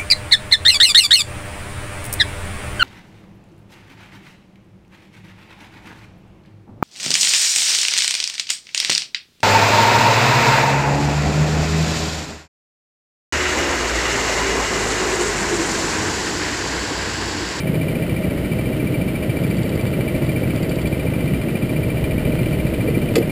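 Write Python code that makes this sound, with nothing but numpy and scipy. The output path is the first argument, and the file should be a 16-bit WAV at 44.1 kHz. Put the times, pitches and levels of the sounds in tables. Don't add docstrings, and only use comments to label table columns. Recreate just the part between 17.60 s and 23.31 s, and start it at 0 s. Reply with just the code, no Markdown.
import sys
import numpy as np
from scipy import signal
from scipy.fft import rfft, irfft
from scipy.io import wavfile
from scipy.ndimage import map_coordinates

SR = 44100
rng = np.random.default_rng(int(sys.argv[2]) if len(sys.argv) > 2 else 0)


def digitize_waveform(pressure):
    field = np.atleast_2d(pressure).T
    bounded = np.clip(field, -1, 1)
    quanta = np.round(bounded * 32767).astype(np.int16)
    wavfile.write(sys.argv[1], SR, quanta)


N = 251792
TIME = np.arange(N) / SR

# time_s, firings_per_s
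SQUEALER_IDLE = [(0, 14.149), (.4, 14.267), (1.3, 14.067), (2.8, 14.088), (3.7, 14.396), (5.7, 14.301)]


def amp(db):
    return 10 ** (np.asarray(db) / 20)


def unit(x):
    return x / np.sqrt(np.mean(x ** 2) + 1e-20)


def curve(rows):
    return np.interp(TIME, *np.transpose(rows))


def colour(x, points):
    hz, db = np.transpose(points)
    size = 2 ** 18
    bins = np.fft.rfftfreq(size, 1 / SR)
    gain = amp(np.interp(np.log(bins + 1), np.log(hz), db))
    return unit(irfft(rfft(x, size) * gain)[:N])


def wander(rate):
    knots = rng.standard_normal(4096)
    return map_coordinates(knots, [TIME * rate], order=2, mode="wrap")


def clicks(times, sizes):
    out = np.zeros(N)
    samples = np.round(np.asarray(times) * SR).astype(int)
    np.add.at(out, np.clip(samples, 0, N - 1), sizes)
    return out


def scatter(x, t60, wet):
    t = TIME[:SR // 3]
    echoes = rng.standard_normal(len(t)) * amp(-60 * t / t60)
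    return x + wet * signal.oaconvolve(x, echoes / np.linalg.norm(echoes))[:N]


def ring(x, modes):
    t = TIME[:SR // 4]
    response = sum(amp(db - 60 * t / t60) * np.sin(2 * np.pi * hz * t) for hz, db, t60 in modes)
    return signal.oaconvolve(x, response / abs(response).max())[:N]


def cycles(speed):
    return np.cumsum(speed) / SR


def firings(turns, place, uneven_db, jitter):
    size, offset = rng.standard_normal((100, 2)).T
    at = np.arange(len(size)) + place + jitter * offset
    inside = (at > turns[0]) & (at < turns[-1])
    return clicks(np.interp(at, turns, TIME), inside * amp(uneven_db * np.tanh(size)))


def puffs(turns, place, length):
    return unit(np.exp(-((turns - place) % 1) / length) * rng.standard_normal(N))


def rumble():
    # time_s, level_db
    levels = [(0, -43), (4.3, -41), (4.65, -31), (5.3, -33), (5.7, -34)]
    # frequency_hz, gain_db
    spectrum = [(10, -22), (25, -2), (50, -6), (75, -4), (160, -40), (600, -80)]
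    return amp(curve(levels)) * colour(rng.standard_normal(N), spectrum)


def far_karts():
    # firings_per_s, relative_db
    idles = [(13.55, -3), (16.1, 0), (14.6, -1), (12.1, -0.5), (15.7, 1), (13.9, -1.5)]
    return [(cycles(speed + .13 * wander(rate=1.5)) + rng.random(), db) for speed, db in idles]


def far_exhausts(pack, swell_db):
    # frequency_hz, gain_db
    spectrum = [(12, -34), (28, -29), (60, 4.5), (90, 1), (150, 5.5), (210, 2), (270, 0.5), (350, -1.5),
                (450, -5), (625, -4.5), (690, -15.5), (800, -28.5), (1100, -32), (2000, -42.5)]
    out = np.zeros(N)
    for turns, db in pack:
        pops = unit(firings(turns, 0, uneven_db=0, jitter=.0085))
        gas = .64 * puffs(turns, 0, length=.53)
        out += amp(db) * scatter(pops + gas, t60=.3, wet=5)
    return amp(swell_db - 21) * colour(out, spectrum)


def clatter(thumper, squealer, pack, swell_db):
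    # frequency_hz, gain_db
    spectrum = [(400, -17), (800, 2.5), (1050, -2), (1430, 0), (1700, -2), (1900, 3.5), (2090, 5.5),
                (2300, 2.5), (2600, 0.5), (3050, 1.5), (3300, -7.5), (4000, -8.5), (4650, -10),
                (5600, -19.5)]
    ticks = .68 * puffs(thumper, .97, length=.034) + .56 * puffs(thumper, .04, length=.19)
    ticks += puffs(squealer, .023, length=.33)
    for turns, db in pack:
        ticks += amp(db - 12.5) * (puffs(turns, 0, length=.036) + 1.2 * puffs(turns, .4, length=.08))
    fans = rng.standard_normal(N)
    return colour(amp(-2.5) * unit(ticks) + fans, spectrum) * amp(.87 * swell_db - 35.5)


def rattle():
    # start_s, tap_count, relative_db
    bouts = [(1.769, 9, -35), (2.665, 1, -34), (2.961, 6, -32.5)]
    # pitch_hz, relative_db, t60_s
    part_modes = [(2840, -5, .03), (3410, 1, .025), (3780, -2, .025), (4594, -0.5, 0.055), (4700, -7, .04),
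                  (4820, -6, 0.032)]
    first_gap_s, last_gap_s, buzz_s, arch_db = .068, .057, .0033, 4
    taps = np.zeros(N)
    for start, number, db in bouts:
        count = round(number)
        gaps = np.linspace(first_gap_s, last_gap_s, count - 1)
        times = start + np.cumsum(np.append(0, gaps))
        arch = np.sin(np.pi * np.linspace(0, 1, count) ** .8)
        taps += clicks(times, amp(db + arch_db * (arch - .5)))
    buzz = signal.oaconvolve(taps, np.exp(-TIME[:SR // 10] / buzz_s))[:N] * rng.standard_normal(N)
    return amp(6.5) * ring(taps + .11 * buzz, part_modes)


def knock():
    # start_s, click_db, thud_db, thud_centre_hz
    blows = [(5.285, -48, -8.5, 447), (5.372, -46, -7.5, 282), (5.556, -7.5, -18, 402),
             (5.5584, -5, -14, 397), (5.5653, -18, -2.5, 468), (5.582, -18, -1, 333),
             (5.606, -40, -11.5, 470)]
    # pitch_hz, relative_db, t60_s
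    frame_modes = [(1265, -16, .06), (2080, -5, .02), (2330, -4, .02), (2670, 1, .02), (2900, -2, .018),
                   (3176, -1, .017), (3450, -4, .015), (4732, -9, .02)]
    # pitch_hz, relative_db, t60_s
    panel_modes = [(200, -14, .06), (277, 3.5, 0.041), (339, 6, 0.039), (406, -7, 0.029), (459, 6.5, 0.043),
                   (580, -16, 0.03), (740, -6, .06)]
    starts, click_db = np.transpose(blows)[:2]
    contact = scatter(clicks(starts, amp(click_db)), t60=.089, wet=.76)
    crack = signal.sosfilt(signal.butter(4, [2200, 5000], "band", fs=SR, output="sos"), contact)
    out = amp(1) * ring(contact, frame_modes) + amp(13.5) * crack
    for start, _, thud_db, centre_hz in blows:
        modes = [(hz, db - 18 * abs(np.log2(hz / centre_hz)), t60) for hz, db, t60 in panel_modes]
        onset = np.clip((TIME - start) / .0038, 0, 1)
        out += ring(clicks([start], amp(thud_db + 8)), modes) * onset
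    return out


def squeal(turns):
    # time_s, depth_db
    slips = [(.8, 7.5), (2.03, 7), (3.02, 5.5), (5.1, 4)]
    rise_cycles, fall_cycles, rest_pressure = .11, .14, .0397
    pitch_hz, hz_per_firing_rate, slip_hz_per_db, slip_s = 2358, 70.1, 4, .09
    place = (turns + .035) % 1
    pressing = np.sin(np.pi / 2 * np.minimum(place / rise_cycles, 1))
    release = np.exp(-np.maximum(place - rise_cycles, 0) / fall_cycles)
    pressure = rest_pressure + (1 - rest_pressure) * pressing * release
    slip_db = sum(db * np.exp(-((TIME - at) / slip_s) ** 2) for at, db in slips)
    speed = curve(SQUEALER_IDLE)
    hz = pitch_hz + hz_per_firing_rate * (speed - speed.mean()) - slip_hz_per_db * slip_db
    hz += 28 * (pressure - 1) + 20 * wander(rate=220)
    angle = 2 * np.pi * np.cumsum(hz) / SR
    tone = np.sin(angle) + amp(-23) * np.sin(2 * angle)
    flicker_db = .86 * wander(rate=12) + wander(rate=70)
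    return amp(-26.5 - slip_db + flicker_db) * pressure * tone


def near_exhaust(turns, pulses, pipe, uneven_db, jitter, rough):
    drive = sum(amp(db) * firings(turns, place, uneven_db, jitter) for place, db in pulses)
    gas = sum(amp(db) * puffs(turns, place, length=.24) for place, db in pulses)
    t = TIME[:SR // 4]
    response = sum(amp(db) * width * np.exp(-np.pi * width * t) * np.cos(2 * np.pi * hz * t)
                   for hz, width, db in pipe)
    ringing = signal.oaconvolve(unit(drive) + rough * unit(gas), response)[:N]
    passband = signal.butter(5, [20, 680], "band", fs=SR, output="sos")
    return unit(signal.sosfilt(passband, ringing))


def chugging_engine(turns):
    # place_cycles, relative_db
    pulses = [(.49, -4), (.72, -7), (.85, 0), (.01, -2)]
    # pitch_hz, width_hz, relative_db
    pipe = [(77, 26, -3.5), (118.6, 26, 2.5), (159, 39, -0.5), (263.6, 12, -4), (338, 40, -11),
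            (423, 60, -13.5), (545, 58, -16.5)]
    return amp(-29.5) * near_exhaust(turns, pulses, pipe, uneven_db=4, jitter=.0041, rough=.64)


def thumping_engine(turns):
    # place_cycles, relative_db
    pulses = [(.735, 0), (.23, -14)]
    # pitch_hz, width_hz, relative_db
    pipe = [(66, 22, -1), (109, 31, -13), (126, 32.6, 10.5), (189, 44, -4), (275, 36, -35), (575, 76, -43)]
    swell_db, swell_hz = 1.3, 2.17
    level_db = -27.5 + swell_db * np.cos(2 * np.pi * swell_hz * TIME) + wander(rate=4.02)
    return amp(level_db) * near_exhaust(turns, pulses, pipe, uneven_db=1.5, jitter=.003, rough=.2)


def scene():
    # time_s, firings_per_s
    thumper_idle = [(0, 12.885), (.4, 12.773), (2.5, 12.967), (2.8, 12.705), (3.7, 12.811), (5.7, 12.725)]
    thumper, squealer = cycles(curve(thumper_idle)), cycles(curve(SQUEALER_IDLE))
    pack = far_karts()
    engines = thumping_engine(thumper) + chugging_engine(squealer)
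    swell_db = .5 * wander(rate=1.43)
    engines += far_exhausts(pack, swell_db) + clatter(thumper, squealer, pack, swell_db)
    return (engines + rumble() + squeal(squealer) + rattle() + knock())[None]


def record(dry):
    coarse_hz, repeats, edge_hz = 12000, 4, 15350
    coarse = signal.resample_poly(dry, coarse_hz, SR, axis=1)
    steps = np.repeat(coarse, repeats, axis=1)
    held = signal.resample_poly(steps, SR, repeats * coarse_hz, axis=1)[:, :N]
    lowpass = signal.firwin(511, edge_hz, window=("kaiser", 9), fs=SR)
    return signal.oaconvolve(held, lowpass[None], "same")


dry = scene()
out = record(dry)
digitize_waveform(out)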